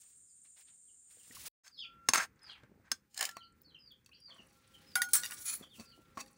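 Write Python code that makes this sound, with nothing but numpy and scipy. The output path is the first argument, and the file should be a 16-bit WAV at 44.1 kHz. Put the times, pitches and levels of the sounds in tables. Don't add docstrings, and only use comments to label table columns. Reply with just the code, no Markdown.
import sys
import numpy as np
from scipy import signal
from scipy.fft import rfft, irfft, next_fast_len
from scipy.io import wavfile
from scipy.ndimage import uniform_filter1d

SR = 44100
rng = np.random.default_rng(int(sys.argv[2]) if len(sys.argv) > 2 else 0)


def convert_level_to_amplitude(level_db):
    exponent = np.asarray(level_db, float) / 20
    return 10 ** exponent


def persist_wave(psi):
    counts = np.round(np.clip(psi, -1, 1) * 32767).astype(np.int16)
    wavfile.write(sys.argv[1], SR, np.atleast_2d(counts).T)


N = 280917
T = np.arange(N) / SR
LOG_60DB = np.log(1000)

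# start_s, end_s
SILENCE_S = (1.484, 1.635)
# start_s, end_s
SCOOP_SPAN_S = (3.0, 3.35)

# low_hz, high_hz
REGISTERS = [(500, 2400), (2400, 8000), (8000, 15800)]
# pitch_hz, level_db, t60_s
POT_SIDE_MODES = [(685, -10.5, 0.013), (1108, -10, 0.059), (1353, 1, 0.032), (1565, 2.5, 0.069),
                  (2051, -12, 0.02), (2670, -8, 0.017), (1628, -3, 0.032), (4600, -11, 0.06),
                  (5230, -6.5, 0.031), (880, -7, 0.02), (6337, -1, 0.054), (7450, -11, 0.05)]
# pitch_hz, level_db, t60_s
POT_FLOOR_MODES = [(773, -1.5, 0.0206), (1738, -3, 0.036), (2480, -15, 0.048), (3053, -1, 0.059),
                   (4210, -16, 0.041), (4310, -4, 0.018), (5140, 5.5, 0.011), (6450, 2, 0.0099),
                   (6900, -3.5, .04), (7050, -1, 0.008)]
# pitch_hz, level_db, t60_s
BOWL_MODES = [(781, -34, .4), (1453, -21, 0.6), (2272, -27, .5), (3225, -24, 0.25), (4274, -24, 0.3),
              (5362, -21, 0.19), (6422, -14, 0.14), (9830, 0, 0.058), (10450, -5, 0.065),
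              (10570, -14, 0.094), (11320, -11, 0.096), (7640, -24, 0.3), (14580, -16, 0.082),
              (15150, -18, 0.08)]
# pitch_hz, level_db, t60_s
SPOON_MODES = [(1195, -1, 0.17), (1448, 0, 0.09), (1685, -8, 0.32), (2272, -7, 0.47), (3100, -16, 0.05),
               (4544, -16, 0.13), (5663, -2, 0.28), (6385, -5, 0.15), (7133, -10, 0.093), (7386, -6, 0.14),
               (7650, 0, 0.2), (8430, -11, 0.2), (9620, -5, 0.07), (9900, -2, 0.07), (11480, -10, 0.13),
               (14610, -7, 0.11), (15340, -7, 0.084)]
# pitch_hz, level_db, t60_s
HANDLE_MODES = [(1895, -1, 0.88), (2848, -5, 0.064), (3714, -1, 0.97), (4678, 0, 0.25), (5782, -7, 0.2),
                (6735, -7, 0.098), (7510, -12, 0.13), (9598, -10, 0.14), (11310, -6, 0.054),
                (14870, -9, 0.12)]
# pitch_hz, width_hz, level_db
POT_WET_PEAKS = [(678, 85, 1), (1111, 58, 1), (1783, 44, -13.5), (2626, 30, -4), (4530, 61, -1.5),
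                 (5730, 44, -2.5), (6500, 50, -12), (7360, 77, -9), (7620, 27, -20.5), (8520, 51, -13),
                 (9770, 110, -7), (10300, 91, -11), (11100, 42, -14), (11900, 31, -15)]
# pitch_hz, width_hz, level_db
BOWL_RIM_PEAKS = [(1344, 110, -12), (2470, 40, -7.5), (4380, 110, -6), (5680, 73, -10), (6170, 45, -8),
                  (6800, 67, -4.5), (7070, 69, -13), (7540, 86, -18), (8870, 52, -14), (10000, 38, -4),
                  (10700, 78, -7), (11300, 70, -5.5), (14200, 57, -10), (14600, 160, -5)]
# pitch_hz, width_hz, level_db
SPOON_EDGE_PEAKS = [(8740, 43, -1), (9530, 40, -3), (10500, 46, -7.5), (11500, 130, -11.5),
                    (11600, 350, -13), (12800, 63, -20), (14200, 54, -10), (14600, 94, -5.5),
                    (15300, 230, -7)]

# start_s, rim_db, wall_db (the spoon's edge follows the rim)
POT_HITS = [(1.6789, -43.5, -83), (2.0874, -8, -22.5), (2.135, -11.5, -24.5), (2.1473, -28, -28),
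            (2.157, -16.5, -25.5), (2.172, -33, -42), (2.1755, -23, -34), (2.1795, -23, -33.5),
            (2.212, -38.5, -38), (2.635, -84.5, -59), (2.9162, -14.5, -33.5), (3.1443, -41.5, -86),
            (3.1647, -47.5, -60), (3.1759, -27, -47.5), (3.1915, -29.5, -49), (3.2093, -18, -36),
            (3.2267, -20.5, -36), (3.2402, -29, -64), (3.2526, -20.5, -61), (3.2585, -37, -60),
            (3.2906, -33.5, -44.5), (3.3115, -43, -63), (3.342, -67, -83), (3.3685, -36.5, -43.5),
            (4.0611, -42.5, -80.5), (4.0918, -58, -66), (5.7978, -39, -72), (6.1733, -44.5, -44),
            (6.177, -42, -46), (6.1982, -47, -59), (6.2047, -51, -58), (6.2135, -45, -55.5),
            (6.2605, -60, -74)]
# start_s, rim_db, wall_db
BOWL_HITS = [
    (4.9566, -23, -29.5),
    (5.018, -23.5, -39),
    (5.0875, -45.5, -55.5),
    (5.1348, -19, -41.5),
    (5.3091, -36.5, -51.5),
]
# start_s, rim_db, wall_db
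SPOON_HITS = [
    (5.1339, -16.5, -45.5),
    (5.153, -23, -51),
    (5.1645, -22.5, -71),
]
# start_s, rim_db, wall_db
HANDLE_HITS = [
    (4.955, -10.5, -51),
    (5.019, -14, -30.5),
    (5.2347, -21, -33.5),
    (5.2438, -23, -43),
    (5.253, -25.5, -34.5),
    (5.2604, -20.5, -48),
    (5.311, -30.5, -50),
    (5.32, -29.5, -45),
    (6.2617, -50.5, -60),
]
# start_s, rim_db, wall_db
RIM_HITS = [
    (5.3977, -47, -66),
    (5.4593, -40.5, -54),
    (5.638, -61, -67),
]

# peak_s, press_s, release_s, level_db, brightness_db
POT_SCRAPES = [(1.669, 0.052, 0.067, -65.5, 6), (2.142, 0.0044, 0.056, -29.5, 3),
               (2.18, 0.021, 0.077, -36, -6), (2.238, 0.16, 0.03, -42.5, -1),
               (2.489, 0.15, 0.3, -59.5, -31.5), (2.87, 0.053, 0.14, -69, -13),
               (2.92, .003, 0.0086, -43, -9), (3.194, 0.1, 0.048, -65, 14.5),
               (3.224, 0.057, .13, -37.5, -7.5), (4.29, 0.03, 0.3, -67.5, -15), (4.36, 0.045, 0.49, -77, 1),
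               (5.634, 0.11, 0.066, -63.5, -4), (5.81, 0.047, 0.079, -64, 5.5),
               (6.183, 0.012, 0.05, -61.5, -9), (6.209, 0.059, 0.028, -55, 4),
               (6.251, 0.11, 0.27, -72.5, 4)]
# peak_s, press_s, release_s, level_db, brightness_db
SPOON_SCRAPES = [
    (5.143, 0.01, 0.084, -40, 5),
    (5.248, 0.077, 0.064, -52, -1.5),
    (5.302, 0.0057, 0.093, -51.5, -36.5),
    (5.38, 0.79, 0.13, -66, 10),
]
# peak_s, press_s, release_s, level_db, brightness_db
RIM_SCRAPES = [
    (5.42, 0.067, .06, -63, 6.5),
    (5.476, 0.048, 0.17, -53, 7.5),
    (5.545, 0.2, 0.057, -60, 7),
]
# peak_s, press_s, release_s, level_db,
# brightness_db
SOFT_RUSTLES = [(.022, 0.033, 0.22, -73.5, 13), (.45, 0.012, 0.079, -73.5, -3),
                (.575, 0.022, 0.06, -66.5, -2), (.61, 0.056, 0.042, -67, 4), (.69, 0.1, 0.13, -73, -28),
                (1.13, 0.083, 0.17, -73.5, 5), (1.39, 0.3, 0.13, -62.5, 11.5),
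                (1.478, 0.15, 0.058, -55, 8), (2.5, 0.12, 0.07, -65, -23), (5.77, .07, .12, -71.5, 12.5),
                (4.93, 0.89, 0.19, -68, 1), (6.0, 1, 0.56, -77, 3)]
# low_hz, high_hz
RUSTLE_BANDS = [(500, 3400), (1500, 4740), (4800, 21000)]

# start_s, level_db, pitch_hz
POT_THUDS = [(1.302, -51.5, 240), (1.379, -54, 115), (2.088, -33.5, 240), (2.134, -43.5, 221),
             (2.177, -41, 204), (2.632, -47.5, 125.7), (2.694, -52.5, 178), (2.735, -59, 173),
             (2.797, -55, 105.5), (2.918, -46, 239), (2.715, -53.5, 175.4), (2.755, -55, 172),
             (2.775, -57.5, 175), (1.17, -62, 480), (3.67, -58, 300), (3.366, -49.5, 213),
             (4.395, -51.5, 230), (4.954, -53, 131), (5.61, -42.5, 258), (5.783, -45.5, 229),
             (5.796, -38, 226), (5.94, -61, 250), (5.977, -53, 360), (5.99, -54, 300), (6.012, -57, 250),
             (6.172, -40.5, 232)]
# start_s, level_db, pitch_hz
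FOOD_TICKS = [(0.019, -47, 7000), (.1794, -52, 9000), (.4394, -50, 9200), (.5894, -56, 9500),
              (.6848, -60, 3870), (1.111, -48, 8900), (1.3092, -48, 1950), (1.3675, -46.5, 1120),
              (.468, -65, 4670), (.47, -66.5, 2400), (2.359, -69, 7000), (2.392, -62.5, 4950),
              (2.472, -66, 9150), (3.393 , -66, 10000), (3.611, -65, 4520), (3.634, -65.5, 6500),
              (4.046, -63.5, 6500), (2.4314, -54, 9400), (2.5306, -60, 8650), (3.5241, -60.5, 7830),
              (3.617, -44.5, 15500), (3.918, -53.5, 14830), (4.2033, -55, 10100), (4.344, -54, 8850),
              (4.12, -66, 10000), (4.4294, -62.5, 9580), (4.469, -58, 10300), (4.497, -63, 10000),
              (4.5364, -73.5, 8000), (4.6754, -58.5, 9060), (6.273, -60, 10200), (6.33, -55, 8500)]

# start_s, length_s, pitch_hz, level_db
SPARROW_HIGH = [(0.28, 0.033, 5100, -87), (1.759, 0.086, 5100, -65), (1.768, 0.012, 5300, -65),
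                (2.417, 0.066, 5030, -68), (3.353, 0.039, 4540, -69.5), (3.428, 0.031, 4600, -72.5),
                (3.645, 0.064, 4520, -70.5), (3.787, 0.11, 5050, -70), (4.135, 0.0297, 4730, -73.5),
                (4.17, 0.04, 5700, -80), (4.209, 0.1, 4796, -67.5), (1.77, 0.032, 4450, -71),
                (1.734, .04, 5300, -77), (4.86, .095, 5150, -73.5), (5.848, 0.04, 4850, -73),
                (5.885, 0.05, 4650, -73.5), (5.665, .04, 4950, -82), (2.445, .08, 5000, -70.5),
                (3.63, 0.046, 5200, -83)]
# start_s, length_s, pitch_hz, level_db
SPARROW_SWOOPS = [
    (1.713, 0.083, 4900, -70.5),
    (1.79, .062, 3550, -53),
    (2.485, .046, 4340, -63),
    (5.703, 0.062, 3700, -68),
    (2.49, 0.083, 3100, -70),
]
# start_s, length_s, pitch_hz, level_db
SPARROW_RISING = [
    (4.115, 0.019, 2470, -65.5),
    (4.128, 0.016, 2370, -74.5),
    (4.129, 0.022, 3940, -74.5),
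]
# start_s, pitch_hz, level_db
SPARROW_LOW = [(0.882, 3240, -81.5), (1.195, 3150, -76), (1.776, 3544, -62), (1.845, 3560, -59),
               (2.49, 3406, -60), (3.405, 3300, -62.5), (3.704, 3420, -77), (3.745, 3140, -60.5),
               (3.907, 3620, -62.5), (4.159, 3390, -75), (4.305, 3465, -61.5), (4.382, 3107, -62.5),
               (4.738, 3310, -67), (5.626, 3540, -61), (5.919, 3230, -69)]
# start_s, held_s, level_db, fading_db_per_s
WHISTLE_CALLS = [
    (1.836, 0.23, -63, 402.5),
    (3.26, 0.19, -61, 178),
    (4.542, 0.26, -77.5, 296),
    (5.75, 0.37, -74, 303),
]

# pitch_hz, level_db (per Hz)
CICADA_SPECTRUM = [(2650, -61), (4500, -50), (5050, -46.5), (5590, -36), (6510, -9.5), (6840, -18.5),
                   (8400, 5.5), (12000, -31.5), (15600, -69), (22000, -120)]
# pitch_hz, level_db
CICADA_SINGERS = [(6595, -94.5), (6874, -90.5), (7025, -80.5), (7284, -84), (7450, -82.5), (7655, -86.5),
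                  (8662, -77), (8926, -88)]
# time_s, level_db
CICADA_LEVEL = [(0.0, -59), (1.326, -59.5), (1.484, -128)]
# pitch_hz, level_db (per Hz)
YARD_SPECTRUM = [(18, -33.5), (30, 3), (202, -1), (519, -11), (650, -26), (1380, -14), (2500, -20),
                 (3250, -43), (5500, -120)]
# time_s, level_db
YARD_LEVEL = [(0, -84.5), (1.036, -81.5), (1.25, -74.5), (1.316, -70), (1.484, -66), (1.635, -88),
              (1.7, -81.5), (1.77, -72), (2.15, -70.5), (2.75, -70), (3.02, -75.5), (3.4, -72), (4.13, -73),
              (5.13, -66.5), (6.37, -70)]
# pitch_hz, width_hz, level_db
VESSEL_HUMS = [(817, 11, -18.5), (524, 19, -14), (240, 110, -10.5)]
# peak_s, press_s, release_s, level_db, brightness_db
VESSEL_SWELLS = [
    (4.31, 0.033, 0.45, 9.1, 0),
    (5.0, 0.47, 1, 5.3, 0),
    (5.66, 0.12, 0.1, 6, 0),
    (6.2, 0.093, 0.24, 16.5, 0),
]
# pitch_hz, level_db (per Hz)
HISS_SPECTRUM = [(1500, -12.5), (4000, -7), (9000, -10), (12500, -12), (15200, 2), (15800, -31)]
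# pitch_hz, level_db
MICROPHONE_RESPONSE = [(30, -17), (70, 0), (150, -1.5), (10000, -1), (12800, -8.5), (15000, -4), (15600, 2),
                       (16200, -15.5)]


def unit(x):
    return x / np.sqrt(np.mean(x ** 2))


def band(x, lo_hz, hi_hz, order=2):
    return signal.sosfilt(signal.butter(order, [lo_hz, hi_hz], "band", fs=SR, output="sos"), x)


def colour(x, points):
    hz, db = np.transpose(points)
    size = next_fast_len(N)
    log_hz = np.log(np.fft.rfftfreq(size, 1 / SR) + 1)
    gain = convert_level_to_amplitude(np.interp(log_hz, np.log(hz), db, left=-60, right=-60))
    return irfft(rfft(x, size) * gain, size)[:N]


def coloured(points):
    return unit(colour(rng.standard_normal(N), points))


def walk(rate_hz):
    k = int(SR / rate_hz)
    return unit(uniform_filter1d(uniform_filter1d(rng.standard_normal(N), k), k))


def curve(points):
    return convert_level_to_amplitude(np.interp(T, *np.transpose(points)))


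def strokes(rows, bright, offset_db):
    span_db, bend = 31.5, 1.3
    out = np.zeros(N)
    for s, press, let_go, db, bright_db in rows:
        i = slice(max(int((s - 2 * press) * SR), 0), int((s + 2 * let_go) * SR))
        away = np.where(T[i] < s, (s - T[i]) / press, (T[i] - s) / let_go)
        out[i] += convert_level_to_amplitude(db + offset_db + bright * bright_db - span_db * away ** bend)
    return out


def grit(scatter_db, patchy_db):
    size = convert_level_to_amplitude(scatter_db * rng.exponential(size=N) + patchy_db * walk(90))
    return unit(rng.standard_normal(N) * size)


def ring(x, hz, t60):
    radius, turn = np.exp(-LOG_60DB / (t60 * SR)), 2 * np.pi * hz / SR
    return signal.lfilter([.5, 0, -.5], [1, -2 * radius * np.cos(turn), radius ** 2], x)


def rings(peaks):
    return [(hz, db, 2.2 / max(width, 10)) for hz, width, db in peaks]


def echo(x, t60, wet_db):
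    age = T[:SR // 2]
    tail = rng.standard_normal(len(age)) * np.exp(-LOG_60DB * age / t60) * np.tanh(age / 0.006)
    return convert_level_to_amplitude(wet_db) * signal.oaconvolve(x, tail / np.sqrt(np.sum(tail ** 2)))[:len(x)]


def microphone_hiss():
    return convert_level_to_amplitude(-82.5 + 1.2 * walk(30)) * coloured(HISS_SPECTRUM)


def yard():
    air = coloured(YARD_SPECTRUM) * convert_level_to_amplitude(2.1 * walk(12))
    hum = np.zeros(N)
    for hz, width, db in VESSEL_HUMS:
        tone = unit(band(rng.standard_normal(N), hz - width / 2, hz + width / 2))
        hum += convert_level_to_amplitude(db + 1.1 * walk(9)) * tone
    hum_gain = convert_level_to_amplitude(-3) + strokes(VESSEL_SWELLS, 0, 0)
    return curve(YARD_LEVEL) * (air + hum_gain * hum)


def cicadas():
    hiss = coloured(CICADA_SPECTRUM) * convert_level_to_amplitude(-6.0 + 0.51 * walk(180))
    lines = np.zeros(N)
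    for hz, db in CICADA_SINGERS:
        lines += convert_level_to_amplitude(db + 70.0) * unit(ring(rng.standard_normal(N), hz, 0.064))
    return curve(CICADA_LEVEL) * (hiss + lines)


def whistling_bird():
    held = np.zeros(N)
    for s, length, db, fade in WHISTLE_CALLS:
        i = int(s * SR)
        age = T[i:] - s
        held[i:] += np.tanh(np.abs(age) / 0.012) * convert_level_to_amplitude(db - fade * np.clip(age - length, 0, .4))
    phase = 2 * np.pi * np.cumsum(1363 * (1 + 0.0028 * walk(17))) / SR
    voice = np.sin(phase) + convert_level_to_amplitude(-24) * np.sin(2 * phase)
    return np.sqrt(2) * held * convert_level_to_amplitude(1.5 * walk(30)) * voice


def sparrows():
    out, flutter = np.zeros(N), walk(260)
    notes = [(*row, 0.14, 1.9) for row in SPARROW_HIGH]
    notes += [(*row, .33, 1.4) for row in SPARROW_SWOOPS]
    notes += [(*row, -0.253, 0.95) for row in SPARROW_RISING]
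    notes += [(s, 0.022, hz, db, .14, 0.95) for s, hz, db in SPARROW_LOW]
    for s, length, hz, db, fall, bend in notes:
        i = slice(int(s * SR), int((s + length) * SR))
        u = np.abs(T[i] - s) / length
        pitch = hz * (1 - fall * u ** bend) * (1 + .013 * flutter[i])
        phase = 2 * np.pi * np.cumsum(pitch) / SR
        voice = np.sin(phase) + convert_level_to_amplitude(-32) * np.sin(2 * phase)
        swell = np.abs(np.sin(np.pi * u)) ** 0.23
        out[i] += convert_level_to_amplitude(db + 8.0 + 3.0 * flutter[i]) * swell * voice
    return out + echo(out, 0.18, -0.24) + echo(out, 0.34, -18.0)


def soft_rustle():
    out = np.zeros(N)
    for (lo, hi), bright, db in zip(RUSTLE_BANDS, (0, 0, 1), (-6, 0, 0)):
        out += strokes(SOFT_RUSTLES, bright, db) * unit(band(grit(0.7, 3.2), lo, hi))
    return out


def ticks():
    out, age = np.zeros(N), T[:800]
    for s, db, hz in FOOD_TICKS:
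        i = int(s * SR)
        burst = rng.standard_normal(len(age)) * np.exp(-age / .004)
        grain = band(burst, hz * .86, min(hz * 1.16, SR / 2.2))
        out[i:i + len(age)] += convert_level_to_amplitude(db) * grain / np.max(np.abs(grain))
    return out


def thuds():
    out, age = np.zeros(N), T[:8000]
    slap = unit(band(rng.standard_normal(N), 87, 470))
    swell = np.exp(-LOG_60DB * age / 0.078) * np.tanh(age / 0.0012)
    for s, db, hz in POT_THUDS:
        i = slice(int(s * SR), int(s * SR) + len(age))
        out[i] += convert_level_to_amplitude(db - 3) * swell * (np.sin(2 * np.pi * hz * age) + .6 * slap[i])
    return out


def metal(modes, blows, rubs, contact_ms, longest_s, ring_db, crack_db, clatter_db, edge_db,
          rub_db=0, rasp_db=0, edge_rub_db=0, scatter=1.0):
    blur_s = .006
    out, n = np.zeros(N), np.arange(1200)
    live = slice(int(blows[0][0] * SR) - 2000, int((blows[-1][0] + .5) * SR))
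    waver = convert_level_to_amplitude(3 * walk(60) + 2.5 * walk(10) - 1.5)
    fall = np.exp(-n / (contact_ms * SR / 1000)) * np.tanh(n / 25)
    for (lo, hi), part in zip(REGISTERS, ("wall", "rim", "edge")):
        own = []
        for hz, db, t60 in modes:
            if lo <= hz < hi:
                own.append((hz, convert_level_to_amplitude(db), np.clip(t60, .01, longest_s * np.sqrt(2000 / hz))))
        tap, crack, drag = np.zeros(N), np.zeros(N), np.zeros(N)
        for s, rim_db, wall_db in blows:
            i = int(s * SR)
            size = convert_level_to_amplitude({"wall": wall_db, "rim": rim_db - 10.6, "edge": rim_db + edge_db}[part])
            tap[i] += size
            crack[i:i + len(n)] += size * fall * rng.standard_normal(len(n))
        if rubs:
            drag = strokes(rubs, part != "wall", edge_rub_db * (part == "edge")) * grit(2.5, 3.0)
        struck = np.sqrt(sum(g ** 2 for _, g, _ in own))
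        bowed = np.sqrt(sum(g ** 2 * t60 * SR / (4 * LOG_60DB) for _, g, t60 in own))
        hit = (1.6 - scatter) * tap + scatter * crack / np.sqrt(np.sum(fall ** 2))
        force = (convert_level_to_amplitude(ring_db) * hit / struck + convert_level_to_amplitude(rub_db) * drag / bowed)[live]
        for hz, g, t60 in own:
            out[live] += g * ring(force, hz, t60) * np.roll(waver, 17 * int(hz))[live]
        raw = convert_level_to_amplitude(crack_db) * (crack + 1.1 * tap)[live]
        raw = raw + echo(crack[live], 0.11, clatter_db) + convert_level_to_amplitude(rasp_db) * drag[live]
        broad = sum(g * ring(raw, hz, blur_s) for hz, g, _ in own) / struck
        broad = broad / np.sqrt(blur_s * SR / (4 * LOG_60DB))
        flat = band(raw, max(lo, 1.017 * own[0][0]), hi, order=3) * np.sqrt(SR / 2 / (hi - lo))
        out[live] += convert_level_to_amplitude(-5) * broad + convert_level_to_amplitude(-3) * flat
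    return out


def bowl_rim():
    return metal(rings(BOWL_RIM_PEAKS), RIM_HITS, RIM_SCRAPES, contact_ms=2.1, longest_s=.2,
                 ring_db=1.03, crack_db=1.5, clatter_db=-9, edge_db=-3.0,
                 rub_db=-6, rasp_db=-4, edge_rub_db=5.4)


def bowl():
    return metal(BOWL_MODES, BOWL_HITS, [], contact_ms=2.1, longest_s=0.7,
                 ring_db=-6.0, crack_db=1.4, clatter_db=0.48, edge_db=0.93, scatter=0.69)


def handle():
    return metal(HANDLE_MODES, HANDLE_HITS, [], contact_ms=0.93, longest_s=0.036,
                 ring_db=1.0, crack_db=-11.5, clatter_db=-3.5, edge_db=-12.5, scatter=0.45)


def spoon():
    return metal(SPOON_MODES, SPOON_HITS, SPOON_SCRAPES, contact_ms=2.2, longest_s=0.25,
                 ring_db=3.4, crack_db=2.4, clatter_db=1.0, edge_db=-4.5,
                 rub_db=-12.5, rasp_db=-1.3, edge_rub_db=5, scatter=0.81)


def between(rows, start_s, end_s):
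    return [row for row in rows if start_s < row[0] < end_s]


def pot():
    (a, b), edge = SCOOP_SPAN_S, rings(SPOON_EDGE_PEAKS)
    side = metal(POT_SIDE_MODES + edge, between(POT_HITS, 0, a), between(POT_SCRAPES, 0, a),
                 contact_ms=2.2, longest_s=0.084, ring_db=1.6, crack_db=2.5, clatter_db=-10.5,
                 edge_db=-20.0, rub_db=-8.6, rasp_db=-3.5, edge_rub_db=-8)
    floor = metal(POT_FLOOR_MODES + edge, between(POT_HITS, a, b), between(POT_SCRAPES, a, b),
                  contact_ms=3.1, longest_s=0.035, ring_db=1.5, crack_db=1.5, clatter_db=-5.5,
                  edge_db=-13.5, rub_db=-9.5, rasp_db=-7.0, edge_rub_db=-5)
    wet = metal(rings(POT_WET_PEAKS) + edge[-3:], between(POT_HITS, b, T[-1]), between(POT_SCRAPES, b, T[-1]),
                contact_ms=1.67, longest_s=0.046, ring_db=3.5, crack_db=0.55, clatter_db=-4.5,
                edge_db=-17.5, rub_db=-1.5, rasp_db=-2, edge_rub_db=-8, scatter=0.61)
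    return side + floor + wet


def scene():
    near = pot() + bowl() + spoon() + handle() + bowl_rim() + thuds() + ticks()
    around = soft_rustle() + sparrows() + whistling_bird() + cicadas() + yard() + microphone_hiss()
    mix = near + echo(near, 0.19, -31.0) + around
    start, end = SILENCE_S
    gate = np.clip(np.maximum((start - T) / 0.0019, (T - end) / 0.002), 0, 1)
    return (mix * gate)[None]


def band_limit(x):
    return signal.sosfilt(signal.butter(12, 16820, fs=SR, output="sos"), x)


def record(dry):
    mix = colour(dry[0], MICROPHONE_RESPONSE)[None]
    return band_limit(mix)


dry = scene()
out = record(dry)
persist_wave(out)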